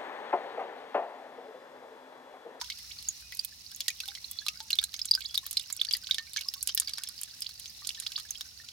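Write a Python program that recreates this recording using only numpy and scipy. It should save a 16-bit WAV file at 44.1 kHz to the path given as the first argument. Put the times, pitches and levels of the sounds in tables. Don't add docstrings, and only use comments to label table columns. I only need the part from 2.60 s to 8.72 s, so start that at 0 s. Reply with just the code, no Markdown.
import sys
import numpy as np
from scipy import signal
from scipy.fft import rfft, irfft
from scipy.io import wavfile
from scipy.ndimage import uniform_filter1d

SR = 44100
rng = np.random.default_rng(int(sys.argv[2]) if len(sys.argv) > 2 else 0)


def inscribe(sig):
    pcm = np.round(np.clip(np.atleast_2d(sig).T, -1, 1) * 32767)
    wavfile.write(sys.argv[1], SR, pcm.astype(np.int16))


N = 269892

# frequency in Hz, relative strength in dB per Hz.
HISS_SPECTRUM = [(240, -24.5), (400, -27), (730, -26), (777, -23), (1010, -22), (1650, -25), (1960, -15),
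                 (2150, -19), (2840, -12), (3260, -17.5), (3990, -6.5), (5690, -7), (7630, -19),
                 (10200, -17.5), (16000, -23)]
# time in seconds, centre in Hz, dB over the hiss.
VALVE_SONG = [(0, 5500, -2), (.75, 5350, -14), (1.5, 5650, -8), (2.7, 5230, -20), (3.8, 5530, -10),
              (4.75, 5270, -13), (5.6, 5340, -5), (6.12, 5480, -11)]
# frequency in Hz, relative strength in dB per Hz.
RUMBLE_SPECTRUM = [(20, -60), (36, -12), (50, -12), (62, 3), (82, -2), (105, -6), (128, -7.5), (160, -11.5),
                   (230, -13), (350, -25.5), (600, -27.5), (1200, -47)]
# frequency in Hz, level in dB.
PUMP_TONES = [(60, -75), (721.4, -86)]
# time in seconds, strength in dB.
TRICKLE_FLOW = [(0.0, -55), (0.49, -54.5), (2.25, -52), (2.5, -49.5), (4.5, -51), (4.81, -52),
                (5.61, -50.5), (6.12, -57)]
# time in seconds, gurgle strength in dB.
GURGLE_STRENGTH = [(0.0, -57), (0.22, -70), (1.28, -80), (1.43, -72.5), (2.1, -63.5), (2.86, -73),
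                   (3.48, -61.5), (4.12, -72), (4.33, -55), (4.74, -75), (5.67, -62), (6.12, -67)]
# frequency in Hz, time to fade by 60 dB in seconds,
# relative strength in dB.
BUCKET_MODES = [(1247, 0.19, -1), (1573, 0.035, 6.5), (1816, 0.15, -3), (2202, 0.07, 7),
                (3513, 0.021, -0.5), (4040, 0.051, -2.5), (4812, 0.033, -7.5), (6250, 0.044, 4),
                (6700, 0.079, 0)]
# start in seconds, level of slap and tick together in dB over 10 ms
# (before the slap's small trim), tick over slap in dB, tick centre in Hz,
# thud from 0 (open water) to 1 (square on the hollow float).
DROP_LANDINGS = [(.014, -33, -12, 10900, 0.97), (.101, -34, -11.5, 10200, 0.64),
                 (.486, -36.5, 9, 9550, 0.23), (.7224, -43, -2.5, 12100, 0.34),
                 (.7493, -41.5, 26, 14000, 0.055), (.7943, -39.5, 4, 8600, 0), (.848, -31.5, 13, 13300, 0),
                 (1.1618, -43, 24, 12300, .1), (1.2054, -30.5, -5.5, 11400, 0),
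                 (1.2817, -24, -4.5, 9300, 0), (1.303, -38.5, -4, 10800, 0), (1.4031, -33.5, -7, 10300, 0),
                 (1.479, -41, 2, 10100, 0.6), (1.485, -41, -8, 12400, .75), (1.5514, -39, -11, 8600, 0),
                 (1.7131, -36, 17, 11500, .1), (1.865, -35, -3, 10000, 0.76),
                 (1.8838, -27, -8.5, 10200, 0.44), (2.0038, -38, -17, 12500, 0.9),
                 (2.1054, -30.5, -2.5, 10500, 0), (2.1309, -36.5, -3, 9600, 0.82),
                 (2.1544, -38.5, -1, 10900, 0.57), (2.1872, -32, -8.5, 9500, 0.74),
                 (2.215, -43.5, 22, 14000, 0.95), (2.2282, -41, -10, 11000, .15),
                 (2.2396, -29, 12, 8640, 0.34), (2.3413, -33.5, -11, 13400, 0.78),
                 (2.4551, -32.5, 10, 8400, 0.58), (2.5116, -34, 31, 10100, 0.27),
                 (2.5503, -33, 0, 9850, 0.79), (2.6066, -40, -4, 11800, 0.39),
                 (2.7442, -32.5, -8, 10300, 0.81), (2.7528, -41, 16, 9800, .4),
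                 (2.7769, -30, 4, 13200, 0.27), (2.865, -34, 7, 13500, 0.79), (2.9109, -33, 9, 10300, 0.45),
                 (2.9292, -37.5, 7, 9000, 0.69), (2.9707, -33, 0.5, 8800, .1), (2.9957, -37, 0, 9100, 0.23),
                 (3.1014, -39, -4.5, 11500, 1), (3.1258, -33.5, 27, 9800, 0.58),
                 (3.166, -41, 15, 9600, 0.48), (3.2147, -43, 12, 12500, 0.95), (3.249, -34, -7.5, 9100, 0),
                 (3.3106, -30.5, -12, 8600, 0), (3.3273, -36, 12, 10300, 0.65),
                 (3.35, -36.5, -12, 10800, 0.19), (3.3685, -37, 8, 10900, 0.58),
                 (3.4703, -37, -16, 8250, 0), (3.5111, -29.5, -12.5, 11500, 0),
                 (3.5448, -34.5, -2, 9100, 0.6), (3.5835, -30.5, -16, 10100, 0),
                 (3.734, -41.5, 8, 9250, .1), (3.7626, -32.5, -21, 12000, 0.094),
                 (3.77, -32.5, -12, 9600, 0), (3.791, -40, -7, 12200, 0.76),
                 (3.8103, -34.5, -7, 10800, 0.7), (3.885, -42.5, 8, 10000, .3),
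                 (3.9388, -34, -1.5, 13000, 0.62), (4.0279, -29, 22, 9450, 0.11),
                 (4.0738, -26.5, 6.5, 9150, 0), (4.0868, -39, -1, 9300, 0.39),
                 (4.0937, -35.5, -13, 10000, 0.88), (4.1486, -24.5, 28, 13900, 0.12),
                 (4.1756, -26, -6, 10600, 0.38), (4.1995, -22, 13.5, 8800, 0.47),
                 (4.2195, -41, -12, 10800, 1), (4.2817, -37.5, -23, 11800, 0.00022),
                 (4.2941, -36, -4, 9400, .65), (4.336, -41.5, 2, 8900, 0), (4.3828, -34.5, -5, 8360, 0.97),
                 (4.4358, -33.5, 1, 9000, 0), (4.488, -38, 14, 9800, 0.75), (4.614, -36.5, 19, 10600, 0.71),
                 (4.6335, -33.5, 10, 8500, .2), (4.8059, -41, 14, 10800, .2), (4.8207, -35, 1, 9200, 0.66),
                 (4.8925, -43, -4, 12700, 0.86), (4.9975, -41.5, 6, 9850, 0.57),
                 (5.272, -33, 33, 8600, 0.21), (5.2911, -30.5, -6, 8400, 0.45), (5.4001, -33.5, 9, 8450, 0),
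                 (5.423, -44, -5, 9000, 0.91), (5.465, -35.5, -11, 9200, .85),
                 (5.5196, -38.5, -9, 9750, 0.63), (5.5786, -38.5, -16, 11300, 0.96),
                 (5.5987, -39.5, -3, 9800, 0.79), (5.707, -37, 18, 10700, .35),
                 (5.8094, -35.5, -4, 12500, 0.87)]
# start in seconds, first pitch in Hz,
# level in dB over 10 ms before a shared gain, left minus right in dB.
CLEAR_PLINKS = [(0.0167, 963, -43.5, 3), (0.1001, 2060, -43, 1), (0.0984, 4200, -46, -21),
                (.3879, 4330, -43.5, 8), (0.4867, 6620, -29, -5), (0.723, 1960, -43.5, 9),
                (0.7927, 4745, -28.5, -8), (1.148, 6500, -43.5, -9), (1.2833, 1880, -37.5, 0),
                (1.3025, 2390, -40.5, 5), (1.4027, 2630, -40, 3), (1.4342, 1480, -54, 4),
                (1.435, 4060, -43.5, -7), (1.4789, 796, -53.5, 6), (1.4857, 3570, -35.5, -9),
                (1.5182, 1550, -54.5, 6), (1.5513, 2090, -53, 10), (1.5742, 2050, -50, 2),
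                (1.6438, 4040, -37.5, -6), (1.7879, 4210, -32.5, -11), (1.8168, 1650, -49.5, 7),
                (1.8647, 1201, -45, -7), (1.865, 4080, -34.5, -10), (1.8837, 2600, -34, 15),
                (2.0034, 870, -49, 5), (2.1046, 2836, -35, 1), (2.1304, 4010, -23.5, -6),
                (2.1876, 3517, -19.5, -8.5), (2.2277, 1590, -48.5, 1), (2.2396, 4010, -31.5, -9),
                (2.341, 2120, -50, 4), (2.4161, 4990, -29.5, -7), (2.487, 4100, -40, -9),
                (2.5115, 4720, -17.5, 0), (2.551, 4850, -25, -3), (2.5758, 1524, -43, 5),
                (2.7767, 3730, -25, 5), (2.83, 1065, -58.5, 6), (2.971, 4040, -24.5, -5),
                (2.997, 3520, -36, -11), (3.128, 7130, -34.5, -6), (3.191, 500, -67, -3),
                (3.2141, 3500, -22, -8), (3.2875, 4540, -32.5, 8), (3.3106, 3270, -35, -14),
                (3.3359, 4700, -23.5, 6), (3.3501, 1920, -42.5, 7), (3.4924, 1520, -49.5, 12),
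                (3.5105, 3630, -22, -7.5), (3.5442, 3520, -34, -5), (3.583, 1790, -37, -2),
                (3.7628, 1673, -38.5, 3), (3.7719, 6010, -32, -8), (3.7799, 2225, -40, 4),
                (3.858, 1086, -57.5, -7), (3.8861, 4980, -28.5, -5), (3.9613, 1090, -58, 1),
                (4.0923, 3020, -36, 12), (4.1754, 1800, -46, -1), (4.274, 4600, -34, -4),
                (4.2814, 2175, -51, 14), (4.335, 4730, -35, -2), (4.3742, 5340, -40, -3),
                (4.3832, 1144, -59, 3), (4.4743, 5220, -40, -1), (4.8211, 4920, -34.5, -2),
                (5.2205, 1150, -55, -3), (5.3753, 1770, -53, -12), (5.5783, 1220, -53.5, 2),
                (5.707, 6320, -34.5, -8), (5.7544, 3180, -44, -12), (5.8097, 3710, -39.5, -17),
                (5.999, 1810, -51, -11)]
# start in seconds, length in seconds,
# first pitch in Hz, level in dB over 10 ms.
SURFACE_SWOOPS = [(.116, .012, 1820, -39), (.308, .016, 1720, -40.5), (2.533, .01, 3310, -25.5),
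                  (2.613, .013, 1770, -38.5), (2.646, .02, 2910, -31), (2.751, .007, 3250, -28.5),
                  (2.968, .01, 3730, -26), (3.1906, .014, 2160, -35.5), (3.211, .012, 2920, -45),
                  (3.4397, .008, 2450, -42.5), (4.489, .008, 2840, -45), (4.8615, .008, 2350, -33.5),
                  (5.2685, .007, 2850, -37), (5.463, .0094, 2030, -31.5), (5.557, .01, 2680, -28.5)]
# start in seconds, length in seconds, middle pitch in Hz, level in dB.
THIN_WHISTLES = [(.60, 0.19, 2480, -65), (0.766, 0.12, 2530, -63), (1.669, 0.19, 3430, -56.5),
                 (2.603, 0.18, 3390, -55.5)]

RING = int(.11 * SR)
AGE, TIME = np.arange(RING) / SR, np.arange(N) / SR
TOP_HZ = 16200
HISS_DB, RUMBLE_DB = -51.5, -65.5
BUBBLE_CYCLES, BUBBLE_RISE, RISE_AT_HZ = 81.6, 6, 4000
THUD_WATER_DB, THUD_FLOAT_DB = -49.5, -6
THUD_BAND, SLAP_BAND = (1150, 3470), (3056, 5460)
TICK_OCTAVES = 0.83
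SWOOP_TOP_HZ = 5420


def undb(db):
    return 10 ** (np.asarray(db) / 20)


def level(x, db):
    return x * undb(db) / np.sqrt(np.mean(x ** 2, axis=-1, keepdims=True))


def burst(x, db):
    return x * undb(db) * np.sqrt(SR / 100 / np.sum(x ** 2, axis=-1, keepdims=True))


def unit(x):
    return x / np.sqrt(np.sum(x ** 2, axis=-1, keepdims=True))


def sides(pan_db):
    gains = undb(np.array([[pan_db], [-pan_db]]) / 2)
    return gains / np.sqrt(np.mean(gains ** 2))


def fade(t60):
    return np.exp(-np.log(1000) * AGE / t60)


def add(out, s, sound):
    i = int(np.clip(s * SR, 0, N - 1))
    out[:, i:i + sound.shape[1]] += sound[:, :N - i]


def coloured(points, channels):
    hz, db = np.transpose(points)
    log_hz = np.log(np.arange(N // 2 + 1) * SR / N + 1)
    gain = undb(np.interp(log_hz, np.log(hz), db))
    return irfft(rfft(rng.standard_normal((channels, N))) * gain, N)


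def walk(rate):
    k = int(SR / rate)
    steps = np.repeat(rng.standard_normal(N // k + 1), k)
    return uniform_filter1d(uniform_filter1d(steps, k), k)[:N]


def follow(table):
    s, *columns = np.transpose(table)
    return [np.interp(TIME, s, column) for column in columns]


def random_pitch(centre_hz, octaves, chance):
    return min(centre_hz * 2 ** (octaves * chance), SR / 5)


def scattered(count):
    times = (np.arange(count) + rng.random(count)) / count * N / SR
    return zip(times, np.interp(times, *np.transpose(TRICKLE_FLOW)))


def echoes(wall_db, wall_t60, tail_db, tail_t60):
    wall, tail = rng.standard_normal((2, 2, RING))
    detour = np.clip(AGE / 0.0014, 0, 1) ** 2
    bounces = unit(wall ** 3 * detour * fade(wall_t60))
    paths = undb(wall_db) * bounces + undb(tail_db) * unit(tail * detour * fade(tail_t60))
    paths[[0, 1], [0, 1]] += 1
    return paths


def reflected(tone, db, pan_db):
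    paths = echoes(wall_db=-6, wall_t60=.025, tail_db=-13, tail_t60=.07)
    return burst(signal.fftconvolve(tone[None], paths, axes=1)[:, :RING], db) * sides(pan_db)


def bubble(hz, db, t60, rise, pan_db):
    pitch = hz * (1 + np.tanh(rise * AGE))
    pinch = 1 - np.exp(-AGE / .00025)
    return reflected(np.sin(2 * np.pi * np.cumsum(pitch) / SR) * fade(t60) * pinch, db, pan_db)


def plink(hz, db, pan_db, ring_chance, rise_chance, ring_spread=.1, rise_spread=.4):
    t60 = BUBBLE_CYCLES / hz * np.exp(ring_spread * ring_chance)
    rise = BUBBLE_RISE * hz / RISE_AT_HZ * (1 + rise_spread * rise_chance)
    return bubble(hz, db, t60, rise, pan_db)


def bucket(x, ring_db):
    phases = rng.uniform(0, 2 * np.pi, (len(BUCKET_MODES), 2, 1))
    ring = np.zeros((2, RING))
    for (hz, t60, db), phase in zip(BUCKET_MODES, phases):
        ring += undb(db) * unit(fade(t60) * np.sin(2 * np.pi * hz * AGE + phase))
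    return x + undb(ring_db) * signal.fftconvolve(x, unit(ring), axes=1)[:, :N]


def valve(flutter_db=2, width_hz=130, drift_db=-1.57):
    hz, sing_db = follow(VALVE_SONG)
    lowpass = signal.butter(2, width_hz, fs=SR, output="sos")
    eddies = signal.sosfilt(lowpass, rng.standard_normal((2, 2, N)))
    carrier = np.exp(2j * np.pi * np.cumsum(hz) / SR)
    sing = np.real((eddies[0] + 1j * eddies[1]) * carrier)
    hiss = level(coloured(HISS_SPECTRUM, channels=2), 0) + undb(sing_db) * level(sing, 0)
    return hiss * undb(HISS_DB + flutter_db * walk(160) + drift_db * walk(2.93)) * sides(-1.3)


def pump(apart_db=-7):
    noise = coloured(RUMBLE_SPECTRUM, channels=3)
    rumble = level(noise[0] + undb(apart_db) * noise[1:], RUMBLE_DB)
    hum = sum(level(np.sin(2 * np.pi * hz * TIME), db) for hz, db in PUMP_TONES)
    return (rumble + hum) * sides(-2.0)


def patter(centre_hz, octaves, size_db, cycles, rise, pan_db, count):
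    out = np.zeros((2, N))
    chances = zip(rng.random((count, 2)), rng.standard_normal((count, 3)))
    for (when, climb), (pitch, size, place) in chances:
        hz = random_pitch(centre_hz, octaves, pitch)
        db = size_db * min(size, 2) - 4 * abs(pitch)
        add(out, when * N / SR, bubble(hz, db, cycles / hz, rise * climb, pan_db + 4 * place))
    return level(out, 0)


def spray(low_hz=5000, size_db=4, count=420):
    out = np.zeros((2, N))
    for when, (size, place) in zip(rng.random(count), rng.standard_normal((count, 2))):
        paths = echoes(wall_db=19, wall_t60=0.0065, tail_db=-11, tail_t60=.06)
        add(out, when * N / SR, paths * undb(size_db * min(size, 2)) * sides(4 * place))
    return level(signal.sosfilt(signal.butter(2, low_hz, "highpass", fs=SR, output="sos"), out), 0)


def slap_and_tick(db, bright_db):
    slap_db = db - 10 * np.log10(1 + undb(bright_db) ** 2)
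    return slap_db, slap_db + bright_db


def splats(drops, slap_trim_db=0.16, pan_db=-4, pan_spread_db=2):
    out = np.zeros((2, N))
    for (s, db, bright_db, tick_hz, thud), place in zip(drops, rng.standard_normal(len(drops))):
        slap_db, tick_db = slap_and_tick(db, bright_db)
        thud_db = db + THUD_WATER_DB + thud * (THUD_FLOAT_DB - THUD_WATER_DB)
        tick_band = tick_hz * 2 ** (TICK_OCTAVES * np.array([-.5, .5]))
        low = echoes(wall_db=0, wall_t60=.025, tail_db=-8, tail_t60=.07)
        high = echoes(wall_db=-2, wall_t60=.018, tail_db=-11, tail_t60=.05)
        parts = [
            (THUD_BAND, low, thud_db, 4),
            (SLAP_BAND, low, slap_db + slap_trim_db, 0),
            (tick_band, high, tick_db, -1.5),
        ]
        for edges, paths, part_db, shade_db in parts:
            band = signal.butter(2, np.minimum(edges, .48 * SR), "bandpass", fs=SR)
            part = burst(signal.lfilter(*band, paths), part_db)
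            add(out, s, part * sides(pan_db + pan_spread_db * place + shade_db))
    return out


def stray_drops(over_flow_db=6, spread_db=8.5, bright_db=-7, bright_spread_db=8,
                tick_hz=10000, most_thud=0.48, count=38):
    drops = []
    for (s, flow_db), (size, bright, thud) in zip(scattered(count), rng.standard_normal((count, 3))):
        db = flow_db + over_flow_db + spread_db * min(size, 1)
        tick_over_slap_db = bright_db + bright_spread_db * bright
        drops.append((s, db, tick_over_slap_db, tick_hz, most_thud * min(abs(thud) / 2, 1)))
    return drops


def fallback(drops, flight_s=0.006, under_db=-14, centre_hz=4300, octaves=0.31,
             cycles=26, rise=30, pan_db=-6.5, count=3):
    out = np.zeros((2, N))
    for s, db, bright_db, *_ in drops:
        slap_db, _ = slap_and_tick(db, bright_db)
        for pitch, size, flight, climb in rng.standard_normal((count, 4)):
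            hz = random_pitch(centre_hz, octaves, pitch)
            landing = s + 0.0033 + flight_s * abs(flight)
            bubble_db = slap_db + under_db + 3.6 * size
            add(out, landing, bubble(hz, bubble_db, cycles / hz, rise * abs(climb), pan_db))
    return out


def bubbles(gain_db=1):
    out = np.zeros((2, N))
    chances = rng.standard_normal((len(CLEAR_PLINKS), 2))
    for (s, hz, db, pan_db), chance in zip(CLEAR_PLINKS, chances):
        add(out, s, plink(hz, db + gain_db, pan_db, *chance))
    return out


def stray_bubbles(centre_hz, octaves, over_flow_db, pan_db, count, spread_db=3):
    out = np.zeros((2, N))
    chances = rng.standard_normal((count, 5))
    for (s, flow_db), (pitch, size, place, *chance) in zip(scattered(count), chances):
        hz = random_pitch(centre_hz, octaves, pitch)
        db = flow_db + over_flow_db + spread_db * min(size, 1)
        add(out, s, plink(hz, db, pan_db + 5 * place, *chance))
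    return out


def swoops(pan_db=-6.5):
    out = np.zeros((2, N))
    for s, length, first_hz, db in SURFACE_SWOOPS:
        part = np.clip(AGE / length, 0, 1)
        swell = np.sin(np.pi * np.interp(part, [0, .7, 1], [0, .5, 1]))
        pitch = first_hz + (SWOOP_TOP_HZ - first_hz) * part
        tone = swell * np.sin(2 * np.pi * np.cumsum(pitch) / SR)
        add(out, s, reflected(tone, db, pan_db))
    return out


def whistles(waver=0.0125, flutter_db=5):
    out = np.zeros((2, N))
    for s, length, hz, db in THIN_WHISTLES:
        n = int(length * SR)
        pitch = hz * (1 + waver * walk(123)[:n])
        tone = np.sin(2 * np.pi * np.cumsum(pitch) / SR) * undb(flutter_db * walk(77)[:n])
        add(out, s, level(tone * signal.windows.tukey(n, .4), db) * sides(-3.6))
    return out


def scene():
    (flow_db,), (gurgle_db,) = follow(TRICKLE_FLOW), follow(GURGLE_STRENGTH)
    tiny = patter(centre_hz=4870, octaves=0.36, size_db=5.0, cycles=44, rise=35, pan_db=-13.0, count=520)
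    fine = (undb(-1.5) * tiny + undb(-8.5) * spray()) * undb(flow_db) * sides(-8.5)
    stirred = patter(centre_hz=1523, octaves=0.364, size_db=6.0, cycles=100, rise=7.1, pan_db=-6, count=380)
    gurgle = stirred * undb(gurgle_db - 5.5)
    drops = DROP_LANDINGS + stray_drops()
    impacts = splats(drops) + fallback(drops)
    large = stray_bubbles(centre_hz=1900, octaves=0.2, over_flow_db=-6.5, pan_db=2, count=30)
    small = stray_bubbles(centre_hz=4350, octaves=0.204, over_flow_db=0, pan_db=-7, count=16)
    plinks = bubbles() + large + small + swoops()
    water = bucket(fine + gurgle + impacts + plinks, ring_db=-14.5)
    return water + whistles() + valve() + pump()


def record(dry):
    return signal.sosfilt(signal.ellip(8, .2, 70, TOP_HZ, fs=SR, output="sos"), dry)


dry = scene()
out = record(dry)
inscribe(out)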